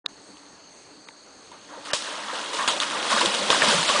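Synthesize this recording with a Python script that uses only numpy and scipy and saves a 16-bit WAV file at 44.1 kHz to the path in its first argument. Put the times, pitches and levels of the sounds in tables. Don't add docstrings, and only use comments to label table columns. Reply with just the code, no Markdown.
import sys
import numpy as np
from scipy import signal
from scipy.io import wavfile
from scipy.ndimage import uniform_filter1d

SR = 44100
rng = np.random.default_rng(int(sys.argv[2]) if len(sys.argv) > 2 else 0)


def master(y):
    cut = np.clip(np.atleast_2d(y).T, -1, 1)
    pcm = np.round(cut * 32767)
    wavfile.write(sys.argv[1], SR, pcm.astype(np.int16))


def boost_factor(decibels):
    exponent = np.asarray(decibels, float) / 20
    return 10 ** exponent


N = 176400
TIME_S = np.arange(N) / SR
BINS_HZ = np.fft.rfftfreq(4096, 1 / SR)


def evened(x):
    return x / np.sqrt(np.mean(x ** 2) + 1e-20)


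def read(points, hz):
    f, value = np.transpose(points)
    return np.interp(np.log(hz + 1), np.log(f + 1), value)


def add(mix, s, sound):
    part = mix[round(s * SR):][:len(sound)]
    part += sound[:len(part)]


def slow(rate_hz):
    t = np.arange(0, N + 256, 256) / SR
    wave = 0
    for f in np.geomspace(rate_hz / 20, rate_hz, 20):
        wave = wave + np.sin(2 * np.pi * (f * t + rng.random())) / np.sqrt(f)
    return np.interp(TIME_S, t, evened(wave))


def coloured(x, db):
    full = np.log(boost_factor(np.concatenate([db, db[-2:0:-1]])))
    taps = np.fft.ifft(np.exp(full - 1j * signal.hilbert(full).imag)).real[:2048]
    return signal.oaconvolve(x, taps)[:len(x)]


def water_db(hz):
    # f/Hz, level/dB
    low_colour = [(25, -53), (110, -15.5), (220, 1), (380, -1.5), (575, 4), (750, -3), (1000, 2.5),
                  (1250, 0)]
    high_colour = [(1700, -2.5), (2290, -6), (3100, -1.5), (3600, -2.5), (5500, -9.5), (9400, -15),
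                   (10000, -18)]
    return read(low_colour + high_colour, hz)


def stir(hz, t):
    # t/s, level/dB
    spray = [(1.4, -56), (1.68, -49.5), (1.84, -44.5), (1.87, -36.5), (2.1, -35), (2.5, -33), (2.75, -31.5),
             (3.05, -28), (3.3, -28), (3.46, -27), (3.6, -23), (3.85, -29.5), (4.0, -23.5)]
    # t/s, level/dB, f/Hz, length/s
    plunges = [(1.523, -22.5, 780, 0.021), (1.687, -23.5, 950, 0.079), (1.722, -21, 900, 0.047),
               (1.76, -20.5, 480, 0.012), (1.853, -20, 1210, 0.048), (1.903, -13.5, 1460, 0.014),
               (1.933, -4, 6200, 0.036), (2.044, -16.5, 1100, 0.16), (2.174, -18, 1080, 0.065),
               (2.279, -12.5, 1160, 0.089), (2.334, -9, 790, 0.028), (2.524, -9, 550, 0.02),
               (2.582, -5.5, 1120, 0.044), (2.71, -5, 683, 0.022), (2.812, -8, 1230, 0.032),
               (2.91, -13, 610, 0.025), (2.945, -10.5, 1120, 0.083), (3.017, -15, 1100, 0.036),
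               (3.1, -1.5, 970, 0.041), (3.16, -4.5, 1170, 0.027), (3.207, -2.5, 1150, 0.014),
               (3.219, -4, 406, 0.028), (3.36, -15, 1080, 0.018), (3.398, -8.5, 493, 0.037),
               (3.485, 1.5, 690, 0.0086), (3.502, 0, 1040, 0.021), (3.605, -0.5, 1630, 0.029),
               (3.625, -5.5, 700, 0.12), (3.691, -0.5, 900, 0.019), (3.888, 0, 1070, 0.0085),
               (3.948, -4, 1100, 0.065)]
    # t/s, level/dB, length/s
    fizzes = [(1.85, -28.5, 0.014), (1.934, -16.5, 0.015), (2.034, -29, 0.098), (2.333, -27.5, 0.14),
              (2.53, -21.5, 0.097), (2.676, -9.5, 0.014), (2.71, -23, 0.077), (2.809, -17, 0.0055),
              (2.816, -17, 0.012), (2.908, -24.5, 0.03), (3.04, -24.5, 0.13), (3.096, -17.5, 0.26),
              (3.171, -18.5, 0.033), (3.205, -16.5, 0.02), (3.255, -12.5, 0.0068), (3.346, -17, 0.0049),
              (3.509, -12.5, 0.05), (3.625, -16, 0.27), (3.644, -19, 0.037), (3.678, -14.5, 0.11),
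              (3.876, -17, 0.066)]
    plunge_db, plunge_octaves, plunge_rise_s = -15, 0.74, 0.0016
    fizz_db, fizz_hz, fizz_octaves, fizz_rise_s = -3, 2330, 0.86, 0.00038

    spray_db = np.interp(t, *np.transpose(spray), left=-99)
    bass_share = 1 / (1 + (hz / 253) ** 2)
    power = boost_factor(spray_db + np.outer(bass_share, spray_db - spray[-1][1])) ** 2
    for s, db, pitch_hz, length in plunges:
        u = np.maximum(t - s, 0)
        band = np.exp(-(np.log2(hz / pitch_hz) / plunge_octaves) ** 2)
        swell = (1 - np.exp(-u / plunge_rise_s)) * np.exp(-u / length)
        power = power + boost_factor(2 * (db + plunge_db)) * np.outer(band, swell)
    high = 1 / (1 + np.exp(-np.log2(hz / fizz_hz) / fizz_octaves))
    for s, db, length in fizzes:
        u = np.maximum(t - s, 0)
        swell = (1 - np.exp(-u / fizz_rise_s)) * np.exp(-u / length)
        power = power + boost_factor(2 * (db + fizz_db)) * np.outer(high, swell)
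    return power


def water():
    drops_per_s, spread_db = 8000, 3.2
    cycles, glide = 4.9, .05
    wash = 0.47
    pitches_hz, t = np.geomspace(40, 11000, num=40), np.arange(0, N + 64, 64) / SR
    share = pitches_hz / pitches_hz.sum()
    gain = np.sqrt(stir(pitches_hz, t))
    out = np.zeros(N)
    for hz, part, level in zip(pitches_hz, share, gain):
        chance = (drops_per_s * part + 40) / SR
        sizes = boost_factor(spread_db * np.minimum(rng.exponential(1, N), 5))
        drops = sizes * (rng.random(N) < chance)
        drive = np.sqrt(1 - wash) * evened(drops) + np.sqrt(wash) * rng.standard_normal(N)
        drive = drive * np.interp(TIME_S, t, level)
        u = np.arange(0, 3 * cycles, hz / SR)
        bubble = u * np.exp(-2 * u / cycles) * np.sin(2 * np.pi * u * (1 + glide * u / cycles))
        bubble = bubble / np.linalg.norm(bubble)
        out += signal.oaconvolve(drive, bubble)[:N] * np.sqrt(part)
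    db = water_db(BINS_HZ)
    return coloured(out, db) / np.sqrt(2 * np.mean(boost_factor(2 * db)))


def slaps():
    # t/s, peak level/dB, length/s, f/Hz
    cracks = [(1.517, -37, .002, 950), (1.904, -25, .002, 1600), (1.9333, -8, .004, 4500),
              (2.677, -6, .004, 3200), (2.704, -16, .002, 3300), (2.8017, -6, .0012, 4000),
              (2.833, -12, .002, 3000), (3.028, -15, .002, 3300), (3.118, -13, .003, 1050),
              (3.2135, -11, .003, 3080), (3.2592, -9, .0013, 3400), (3.342, -13, .006, 1400),
              (3.5022, -3.5, .004, 3400), (3.621, -6, .003, 2100), (3.644, -12, .002, 1900),
              (2.0222, -22, .003, 3130), (2.4602, -23, .002, 3500), (2.9007, -18, .002, 3660),
              (3.3477, -13, .002, 3030), (3.4838, -14, .002, 3360), (3.829, -12, .0012, 3800),
              (3.8905, -7.5, .004, 2800)]
    # t/s, level/dB, length/s
    thuds = [
        (1.9345, -24, .0005),
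        (2.679, -38, .001),
        (3.262, -39, .0013),
        (3.504, -35, .0013),
        (3.625, -40, .0015),
        (3.68, -39, .002),
        (3.892, -44, .004),
    ]
    snap_db, tilt_db_per_octave = 4, 1
    peak_db, peak_octaves, blur_s = 17, .4, .004
    out, t = np.zeros(N), np.arange(0, .04, 1 / SR)
    colour_db = water_db(BINS_HZ) + tilt_db_per_octave * np.log2(BINS_HZ / 1000 + 0.11)
    for s, db, length, hz in cracks:
        snaps = rng.standard_normal(len(t)) * boost_factor(snap_db * np.minimum(rng.exponential(1, len(t)), 3))
        snaps = np.where(t == 0, 2 * snaps.std(), snaps) * np.exp(-t / length)
        peak = 1 / (1 + (np.log2(BINS_HZ / hz + 1e-3) / peak_octaves) ** 2)
        snaps = coloured(snaps, colour_db + peak_db * np.exp(-length / blur_s) * peak)
        add(out, s, boost_factor(db) * snaps / abs(snaps).max())
    for s, db, length in thuds:
        u = t / length
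        add(out, s, boost_factor(db) * 2 * np.e * u * (1 - u / 2) * np.exp(-u))
    return out


def bubbles():
    # t/s, level/dB, f/Hz
    loud_bubbles = [(1.52, -40.5, 960), (1.711, -44, 1130), (1.722, -43, 545), (1.734, -41, 940),
                    (1.766, -45, 900), (1.778, -39, 467), (1.788, -39.5, 526), (1.808, -45, 1100),
                    (1.887, -35, 1210), (1.907, -35, 1530), (1.935, -27, 1740), (1.937, -29, 590),
                    (2.293, -35, 1310), (2.308, -35, 990), (2.336, -32, 520), (2.546, -34.5, 606),
                    (2.598, -24.5, 997), (2.61, -22, 1110), (2.622, -30, 1150), (2.685, -30, 920),
                    (2.697, -34, 1130), (2.815, -27, 1150), (2.826, -27.5, 1150), (3.131, -16, 1096),
                    (3.165, -23, 1200), (3.217, -19.5, 980), (3.252, -26.5, 492), (3.345, -28, 945),
                    (3.506, -18.5, 1020), (3.515, -22.5, 640), (3.529, -19.5, 1205), (3.55, -19.5, 980),
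                    (3.623, -14, 1770), (3.642, -21.5, 580), (3.644, -20, 1220), (3.694, -21, 940),
                    (3.744, -21.5, 558), (3.892, -26, 590), (3.902, -15.5, 1086), (3.955, -22, 568),
                    (3.964, -19.5, 1210)]
    out, t = np.zeros(N), np.arange(0, .05, 1 / SR)
    for (s, db, hz), phase in zip(loud_bubbles, rng.random(len(loud_bubbles))):
        ring_s = 0.002814 * np.sqrt(1000 / hz)
        u = t / ring_s
        turns = np.cumsum(hz * (1 + 0.019 * (u - 1.5))) / SR + phase
        ring = u * np.exp(1 - u) * np.sin(2 * np.pi * turns)
        add(out, s - 1.514 * ring_s, boost_factor(db + 1.5) * ring)
    return out


def gulps():
    # t/s, level/dB, f/Hz
    pockets = [
        (3.126, -26.5, 223.4),
        (3.224, -23.5, 305),
        (3.264, -27.5, 190),
        (3.415, -31.5, 182),
        (3.672, -24, 200),
        (3.738, -24, 168.6),
        (3.781, -27, 153),
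    ]
    swell_s, glide, wobble_depth = .008, .04, .1
    out, t = np.zeros(N), np.arange(0, .1, 1 / SR)
    u = t / swell_s
    for s, db, hz in pockets:
        wobble = wobble_depth * evened(uniform_filter1d(rng.standard_normal(len(t)), size=200))
        turns = np.cumsum(hz * (1 + glide * (u - 1) + wobble)) / SR
        add(out, s, boost_factor(db - 4.5) * 2 * u ** 2 * np.exp(-u) * np.sin(2 * np.pi * turns))
    return out


def ticks():
    # t/s, level/dB, f/Hz, t60/s
    clicks = [(0.0618, -10, 3850, 0.007), (0.06257, -13, 3850, 0.004), (0.062, -25, 1750, .008),
              (0.0591, -29, 3400, .012), (0.0655, -33, 4200, .012), (0.3706, -34, 2970, 0.0034),
              (1.0738, -37, 1200, 0.009), (1.0863, -31, 3750, 0.008), (1.0866, -35, 1600, 0.01),
              (1.0883, -29, 2200, 0.007), (1.0905, -36, 900, .02), (1.1075, -41, 1700, .008)]
    out, t = np.zeros(N), np.arange(0, .03, 1 / SR)
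    for s, db, hz, t60 in clicks:
        ring = np.sin(2 * np.pi * hz * t)
        ring += 0.25 * np.sin(2 * np.pi * 0.31 * hz * t)
        ring += 0.22 * np.sin(2 * np.pi * 1.15 * hz * t)
        ring += 0.14 * rng.standard_normal(len(t)) * np.exp(-t / 0.0021)
        add(out, s, boost_factor(db - 60 * t / t60) * np.minimum(t / 0.00013, 1) * ring)
    return out - uniform_filter1d(out, size=150)


def cricket():
    # t/s, level/dB
    song = [
        (.1, -70),
        (.25, -65),
        (.45, -70),
        (.6, -65),
        (.9, -64),
        (1.0, -58),
        (1.12, -62),
        (1.3, -67),
        (1.85, -70),
    ]
    level_db = np.interp(TIME_S, *np.transpose(song), right=-75)
    early = np.clip((.95 - TIME_S) / 0.24, 0, 1)
    hz = 4580 + 12 * slow(23) - 70 * early
    return boost_factor(level_db + 2.5 + 2.5 * slow(40)) * np.sin(2 * np.pi * np.cumsum(hz) / SR)


def wood():
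    # f/Hz, level/dB
    air_colour = [(25, -18), (120, -9.5), (260, -3), (470, -1.5), (1100, -5), (2280, -11.5), (6370, -17.5),
                  (10000, -24)]
    # f/Hz, width/Hz, level/dB, throb/dB
    choirs = [
        (4350, 550, -57, 0),
        (6420, 580, -58, -1.5),
        (8200, 1300, -66, 3),
        (295.3, 26, -61, 1.5),
        (200, 23, -70.5, 2.5),
    ]
    # t/s, gain/dB
    passing = [
        (.3, 4),
        (.6, -2),
        (.88, -6),
        (.97, 7),
        (1.08, -8),
        (1.45, -5),
        (1.6, -2),
        (1.72, 7),
    ]
    frames = N // 128 + 5
    a, b, patches = rng.standard_normal((frames, 257, 3)).T
    patches = uniform_filter1d(patches, size=6, axis=0)
    patches = evened(uniform_filter1d(patches, size=16, axis=1))
    flat = signal.istft((a + 1j * b) * boost_factor(1.6 * patches), nperseg=512, noverlap=384)[1][:N]
    out = boost_factor(-52 + 0.75 * slow(12.8)) * evened(coloured(flat, read(air_colour, BINS_HZ)))
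    hum_db = np.interp(TIME_S, *np.transpose(passing))
    for hz, width_hz, db, throb_db in choirs:
        r = np.exp(-np.pi * width_hz / SR)
        base = rng.standard_normal(N) + 1j * rng.standard_normal(N)
        base = signal.lfilter([1], np.convolve([1, -r], [1, -r]), base)
        voice = evened((base * np.exp(2j * np.pi * hz * TIME_S)).real)
        out += boost_factor(db + hum_db * (hz < 400) + throb_db * slow(25.73)) * voice
    return out


def scene():
    mono = water() + slaps() + bubbles() + gulps() + ticks() + cricket() + wood()
    return np.tile(mono, (2, 1))


def starved(x):
    # t/s, length/s, from f/Hz, to f/Hz
    dropouts = [
        (1.054, .018, 3100, 3900),
        (1.115, .008, 2300, 3900),
        (1.056, .026, 5000, 5900),
        (1.056, .026, 7100, 7900),
        (1.917, .013, 3200, 11000),
        (2.688, .014, 5200, 6500),
        (2.784, .013, 2800, 4300),
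        (3.862, .026, 5700, 6800),
    ]
    hz, t, z = signal.stft(x, SR, nperseg=256, noverlap=192)
    cells = rng.random((len(hz) // 4 + 1, len(t) // 6 + 1)) < .04
    gone = cells[np.arange(len(hz)) // 4][:, np.arange(len(t)) // 6]
    gone = gone & (hz[:, None] > 4800)
    for s, length, lo_hz, hi_hz in dropouts:
        gone = gone | np.outer((hz > lo_hz) & (hz < hi_hz), (t > s) & (t < s + length))
    return signal.istft(z * np.where(gone, .03, 1), SR, nperseg=256, noverlap=192)[1][:N]


def roll_off(x):
    return signal.sosfilt(signal.butter(12, 10920, fs=SR, output="sos"), x)


def record(dry):
    x = starved(dry[0])
    bass = signal.oaconvolve(x, signal.firwin(511, 1900, window="blackman", fs=SR), "same")
    treble_open = np.clip((TIME_S - .079) / 0.0099, 0, 1)
    tick_through = np.exp(-((TIME_S - .0625) / 0.0046) ** 2)
    x = bass + np.maximum(treble_open, tick_through) * (x - bass)
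    x = x * np.clip((TIME_S - .042) / 0.0031, 0, 1)
    x = signal.oaconvolve(x, signal.firwin(511, 10150, window=("kaiser", 9), fs=SR), "same")
    return roll_off(np.array([x, x]))


dry = scene()
out = record(dry)
master(out)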